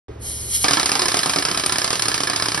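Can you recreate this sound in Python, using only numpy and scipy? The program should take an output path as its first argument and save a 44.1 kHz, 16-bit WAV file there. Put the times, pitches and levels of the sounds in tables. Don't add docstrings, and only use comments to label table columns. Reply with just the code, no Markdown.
import sys
import numpy as np
from scipy import signal
from scipy.fft import rfft, irfft
from scipy.io import wavfile
from scipy.ndimage import uniform_filter1d

SR = 44100
rng = np.random.default_rng(int(sys.argv[2]) if len(sys.argv) > 2 else 0)


def materialize(psi):
    bounded = np.clip(np.atleast_2d(psi).T, -1, 1)
    quanta = np.round(bounded * 32767).astype(np.int16)
    wavfile.write(sys.argv[1], SR, quanta)


def attenuation_scalar(level_db):
    decades = np.asarray(level_db, float) / 20
    return 10 ** decades


N = 114660

# frequency in Hz, level in dB per Hz.
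RUMBLE_SPECTRUM = [(18, -27), (30, -5), (90, -4), (184, -11), (414, -10.5), (579, -16), (932, -21),
                   (7440, -42), (9000, -92), (11700, -113), (19800, -120)]
# frequency in Hz, level in dB, drift in dB per s.
MACHINE_HUMS = [(55, -46.5, -1), (71.4, -36.5, -3.5), (113.1, -40, 1.8)]
# start in seconds, level in dB.
KNOCK_TAPS = [
    (.094, -37),
    (0.159, -44),
    (0.263, -46),
]
# frequency in Hz, T60 in seconds, level in dB.
KNOCK_MODES = [(422, 0.073, 3.5), (330, 0.14, -11), (520, 0.089, -10)]
# time in seconds, level in dB.
LEAK_FLOW = [
    (.185, -73),
    (.22, -42.5),
    (.272, -31.5),
    (.34, -34),
    (.48, -35),
    (.56, -21.5),
    (.585, -27.5),
    (.61, -28),
    (.64, -23.5),
]
# frequency in Hz, level in dB.
HISS_SPECTRUM = [(300, -36), (1500, -21.5), (3000, -5.5), (5200, -11), (6500, -1), (8600, -0.5),
                 (10700, -2), (11900, -8.5)]
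# centre in Hz, width in Hz, gain in dB.
NOZZLE_BANDS = [(2640, 234, -14), (3320, 50, 1), (3550, 98, -23), (4240, 130, 7), (5100, 110, -2),
                (5280, 75, 14), (8560, 93, 5.5), (9120, 60, -15), (10380, 110, 7.5), (10570, 180, 6),
                (11500, 140, -11), (11400, 150, 13.5)]
# time in seconds, cup ring in dB, block ring in dB re cup, edge ring in dB re cup.
DOWN_BLOWS = [(0.6821, -14, -6, -27), (0.7697, -20, -2, -19), (0.829, -20.5, -6.5, -17),
              (0.8916, -19.5, -5.5, -15), (0.9931, -16.5, -10, -18), (1.0558, -21, -5, 1),
              (1.1166, -21, -6.5, -10), (1.2314, -18, -6, -8), (1.3342, -20, -7, -24),
              (1.4234, -21.5, -7, -26), (1.4838, -22, -5, -26), (1.5448, -22, -5.5, -9),
              (1.6356, -20.5, -5.5, -36), (1.694, -21, -5, -25), (1.7568, -22, -6.5, -28),
              (1.8158, -21, -6.5, -25), (1.8764, -23.5, -6, -20), (1.9938, -20.5, -7, -3),
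              (2.0548, -23.5, -2.5, 0), (2.1152, -22, -6.5, -19), (2.1774, -23, -6.5, -38),
              (2.2711, -22.5, -4.5, -6), (2.3319, -23.5, -4, -9), (2.397, -22.5, -5.5, -33),
              (2.457, -21.5, -7, -22), (2.5179, -23, -6.5, -34), (2.5751, -24.5, -1, -1)]
# time in seconds, cup ring in dB, block ring in dB re cup, edge ring in dB re cup.
UP_BLOWS = [(0.7086, -13.5, -6.5, -28), (0.7963, -13.5, -11.5, -12), (0.8579, -14, -12, -6),
            (0.9166, -14, -9.5, -10), (1.0183, -14, -13, -12), (1.0827, -13.5, -15.5, -7),
            (1.1426, -14.5, -7, -28), (1.2589, -17, -8.5, -4.5), (1.3599, -16.5, -7, -11),
            (1.4508, -15.5, -13, -23), (1.513, -19.5, -5, -24), (1.5737, -17.5, -10.5, -8),
            (1.6608, -17, -9.5, 3.5), (1.722, -15.5, -12.5, -4.5), (1.7831, -15.5, -12.5, -7),
            (1.8436, -14.5, -11.5, -25), (1.9042, -17, -9.5, -27), (2.021, -14, -15.5, -5.5),
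            (2.0824, -15.5, -9.5, -2), (2.142, -15, -11, -11), (2.2039, -18, -7.5, -27),
            (2.2978, -17.5, -9, -8), (2.3607, -16, -12.5, -34), (2.4223, -17, -10, -13),
            (2.484, -17.5, -9, -17), (2.5448, -18, -9.5, -8)]
# time in seconds, cup ring in dB, block and edge rings in dB re cup.
REBOUNDS = [(0.6424, -11.5, -5.5, -35), (0.733, -12.5, -10.5, -15), (0.9532, -16, -8.5, -22),
            (1.1689, -18.5, -9, -21), (1.1905, -20, -6.5, -3), (1.295, -15, -8.5, -13),
            (1.3849, -19.5, -10.5, -25), (1.5964, -20.5, -7.5, -17), (1.929, -18, -10, -22),
            (1.955, -22.5, -9, -28), (2.2338, -20, -5, -10)]
# frequency in Hz, T60 in seconds, level down in dB, level up in dB.
BLOCK_MODES = [(156.5, 0.025, -4, -1.5), (290, 0.15, -20, -7), (366.6, 0.15, -5.5, -2.5),
               (420, 0.049, -7, -3.5), (746, 0.012, -11, 2.5), (909, 0.058, -41, -4),
               (1084.6, 0.028, 5, -1.5), (1214, 0.082, -2, 0.5), (1325, 0.056, 4.5, 0.5),
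               (1575, 0.066, -14.5, -3.5), (1712, 0.021, 7, -2.5), (2279, 0.028, -1.5, -4),
               (3079, 0.015, 2, 0.5)]
# frequency in Hz, T60 in seconds, level down in dB, level up in dB.
CUP_MODES = [(4200, 0.011, 2, -8), (4963, 0.0055, 4, 7.5), (5225, 0.025, 2, -9), (6096, 0.018, -25, -6.5)]
# frequency in Hz, T60 in seconds, level down in dB, level up in dB.
EDGE_MODES = [(7200, .004, -4, -4), (8500, .010, 2, 4), (9500, .010, 1, 6), (10800, .006, 0, 0)]
# rise in seconds, fall in seconds.
CONTACT_S = [(0.002629, 0.0026), (0.001986, 0.0017)]
LEAD_S = [0.001198, .001]
# frequency in Hz, level in dB.
CRACK_SPECTRUM = [(100, -47), (300, -1), (600, 3.5), (1000, 4.5), (3000, 3.5), (5500, 4), (9000, 3),
                  (12000, -14.5)]
# frequency in Hz, level in dB.
ROOM_SPECTRUM = [(300, 3), (1000, 3.5), (5000, -3.5), (12000, -44)]
# frequency in Hz, left phase lead in radians, likeness 0-1, left minus right in dB.
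PORTS = [(60, 0, 1, 0), (110, 0, .998, 0), (220, -.2, .98, -.5), (380, -.8, .88, -1.5),
         (700, -2.4, .4, -6.5), (1200, -.1, .62, -4.5), (2000, .5, .8, -1), (2800, 1.3, .5, -1.5),
         (4400, .7, .7, -3.5), (5800, .6, .7, -2.5), (6450, np.pi, .98, 0), (8200, np.pi, .98, 0),
         (8700, 4.8, .75, 0), (9600, 2 * np.pi, .97, 0), (11600, 2 * np.pi, .95, 0), (11900, 7.5, .4, 0)]
# start in seconds, length in seconds, level in dB (unused).
KEPT_STRETCHES = [(0.768, 0.052, -50), (0.842, 0.05, -44), (0.904, 0.048, -41), (0.978, 0.074, -48),
                  (1.068, 0.126, -48), (1.239, 0.048, -48), (1.281, 0.05, -47), (1.325, 0.072, -50),
                  (1.393, 0.1, -49), (1.558, 0.052, -43), (1.64, 0.106, -49), (1.812, 0.076, -44),
                  (1.884, 0.074, -50), (1.979, 0.08, -45), (2.073, 0.044, -48), (2.117, 0.05, -51),
                  (2.209, 0.05, -52), (2.283, 0.044, -47), (2.393, 0.074, -44), (2.466, 0.116, -46)]


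def curve(table, x, col=1):
    table = np.array(table, float)
    return np.interp(x, table[:, 0], table[:, col])


def unit(x):
    return x / np.sqrt(np.mean(x ** 2))


def colour(x, table):
    n = x.shape[-1]
    hz = np.arange(n // 2 + 1) * SR / n + 1
    log_table = [(np.log(f), db) for f, db in table]
    return irfft(rfft(x) * attenuation_scalar(curve(log_table, np.log(hz))), n)


def mode(x, hz, t60_s):
    radius = np.exp(-np.log(1000) / (t60_s * SR))
    w = 2 * np.pi * hz / SR
    gain = np.sqrt(1 - radius ** 2) * np.sin(w)
    return signal.lfilter([gain], [1, -2 * radius * np.cos(w), radius ** 2], x)


def walk(rate_hz):
    hold = int(SR / rate_hz)
    steps = np.repeat(rng.standard_normal(N // hold + 1), hold)
    return 1.3 * uniform_filter1d(steps, hold)[:N]


def shop(t):
    level_db, deep_sag_db_s, duck_db, duck_s = -38.5, -9, -7, 0.05
    hum = 0
    for hz, db, drift_db_s in MACHINE_HUMS:
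        level = attenuation_scalar(db + drift_db_s * t + 1.6 * walk(7.73))
        phase = 2 * np.pi * np.cumsum(hz * (1 + 0.0123 * walk(13.1))) / SR
        hum = hum + level * np.sin(phase)
    rumble = attenuation_scalar(level_db + walk(17.7)) * unit(colour(rng.standard_normal((2, N)), RUMBLE_SPECTRUM))
    deep = colour(rumble, [(40, 0), (60, -40)])
    rumble = rumble - deep * (1 - attenuation_scalar(deep_sag_db_s * t))
    duck = attenuation_scalar(duck_db * np.clip((t - REBOUNDS[0][0]) / duck_s, 0, 1))
    return duck * (hum + rumble)


def knock(t):
    taps = sum(attenuation_scalar(db) * (np.abs(t - start_s) < 0.0004) for start_s, db in KNOCK_TAPS)
    return sum(attenuation_scalar(db) * mode(taps, hz, t60_s) for hz, t60_s, db in KNOCK_MODES)


def air(t):
    exhaust_db, sag_db_s, air_db = -35.5, -3, 5.5
    run_s = LEAK_FLOW[-1][0]
    running_db = exhaust_db + sag_db_s * (t - run_s)
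    flow_db = np.where(t < run_s, curve(LEAK_FLOW, t), running_db)
    level = attenuation_scalar(flow_db + air_db + 0.8 * walk(30))
    hz = np.arange(N // 2 + 1) * SR / N
    nozzle_db = sum(db * np.exp(-((hz - centre) / width) ** 2) for centre, width, db in NOZZLE_BANDS)
    hiss = colour(rng.standard_normal((2, N)), HISS_SPECTRUM)
    return level * unit(irfft(rfft(hiss) * attenuation_scalar(nozzle_db), N))


def room(x):
    level_db, t60_s, gap_s = -9, 0.22, 0.004
    t = np.arange(12000) / SR
    out = 0
    for _ in range(4):
        tail = rng.standard_normal((2, len(t))) * attenuation_scalar(-60 * t / t60_s) * np.clip(t / gap_s, 0, 1)
        tail = colour(tail / np.sqrt(np.sum(tail ** 2) * 2), ROOM_SPECTRUM)
        out = out + signal.oaconvolve(x * walk(20), tail, axes=1)[:, :N]
    return attenuation_scalar(level_db) * out


def rough(train, shape):
    return signal.oaconvolve(train, shape)[:N] * rng.standard_normal((2, N))


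def blows(rows, kind):
    rattle_db, rattle_s, push_db, push_s = -25, 0.032, 1.5, 0.0001
    crack_db, clatter_db = (-2.5, -4)[kind], -9
    same_share, bottom_hz = 0.93, 167
    rows, t = np.array(rows), np.arange(4000) / SR
    rise_s, fall_s = CONTACT_S[kind]
    onset = np.clip(t / rise_s, 0, 1) ** 2
    scrape = onset * np.exp(-np.maximum(t - rise_s, 0) / fall_s)
    rattle = onset * np.exp(-t / rattle_s)
    push = attenuation_scalar(push_db) * np.exp(-np.abs(t - rise_s) / push_s)
    drive_gain = 2 * np.sqrt(np.sum(scrape ** 2)) / np.sum(scrape)
    starts = ((rows[:, 0] - LEAD_S[kind]) * SR).astype(int)
    out = np.zeros((2, N))
    for modes, extra_db in ((BLOCK_MODES, rows[:, 2]), (CUP_MODES, 0), (EDGE_MODES, rows[:, 3])):
        train = np.zeros(N)
        train[starts] = attenuation_scalar(rows[:, 1] + extra_db)
        contact = rough(train, np.sqrt(1 - same_share ** 2) * scrape + attenuation_scalar(rattle_db) * rattle)
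        hard = push if modes is BLOCK_MODES else np.diff(push)
        contact[0] += signal.oaconvolve(train, hard)[:N]
        for hz, t60_s, *level_db in modes:
            drive = drive_gain * scrape * np.sin(2 * np.pi * (hz * t + rng.random((2, 1))))
            same = signal.oaconvolve(train[None], same_share * drive, axes=1)[:, :N]
            out += attenuation_scalar(level_db[kind]) * mode(contact + same, hz, t60_s)
        if modes is CUP_MODES:
            out += colour(rough(train, attenuation_scalar(crack_db) * scrape + attenuation_scalar(clatter_db) * rattle), CRACK_SPECTRUM)
    return signal.sosfilt(signal.butter(2, bottom_hz, "high", fs=SR, output="sos"), out)


def scene():
    t = np.arange(N) / SR
    hammer = attenuation_scalar(3) * (blows(DOWN_BLOWS, kind=0) + blows(UP_BLOWS + REBOUNDS, kind=1))
    return hammer + room(hammer) + air(t) + shop(t) + knock(t)


def ports(dry):
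    ceiling = 0.66
    hz = np.arange(N // 2 + 1) * SR / N
    a, b = rfft(dry)
    like, lean_db = np.clip(curve(PORTS, hz, col=2), 0, 1), curve(PORTS, hz, col=3)
    left = (like * a + np.sqrt(1 - like ** 2) * b) * np.exp(1j * curve(PORTS, hz)) * attenuation_scalar(lean_db / 2)
    right = a * attenuation_scalar(-lean_db / 2)
    return ceiling * np.tanh(irfft(np.array([left, right]), N) / ceiling)


def starve(x):
    hz, t = np.arange(N // 2 + 1) * SR / N, np.arange(N) / SR
    centre = irfft(rfft(x.mean(axis=0)) * (hz > 6450) * (hz < 8250), N)
    side = irfft(rfft(x[0] - x[1]) / 2 * (hz > 9550), N)
    weak = centre + side * [[1], [-1]]
    trim_s = 0.009
    kept = 1.0 * (t > 0.2) * (t < 0.258)
    for start_s, length_s, _ in KEPT_STRETCHES:
        kept = kept + (t > start_s + trim_s) * (t < start_s + length_s - trim_s)
    return x - weak * (1 - uniform_filter1d(kept, size=128))


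def top_cut(x):
    return signal.sosfilt(signal.butter(12, 12890, fs=SR, output="sos"), x)


def record(dry):
    start_s, fade_s, top_hz = 0.0825, 0.00058, 11800
    steep = signal.ellip(12, 0.5, 75, top_hz, fs=SR, output="sos")
    x = signal.sosfilt(steep, starve(ports(dry)))
    x = x * np.clip((np.arange(N) / SR - start_s) / fade_s, 0, 1)
    return top_cut(x)


dry = scene()
out = record(dry)
materialize(out)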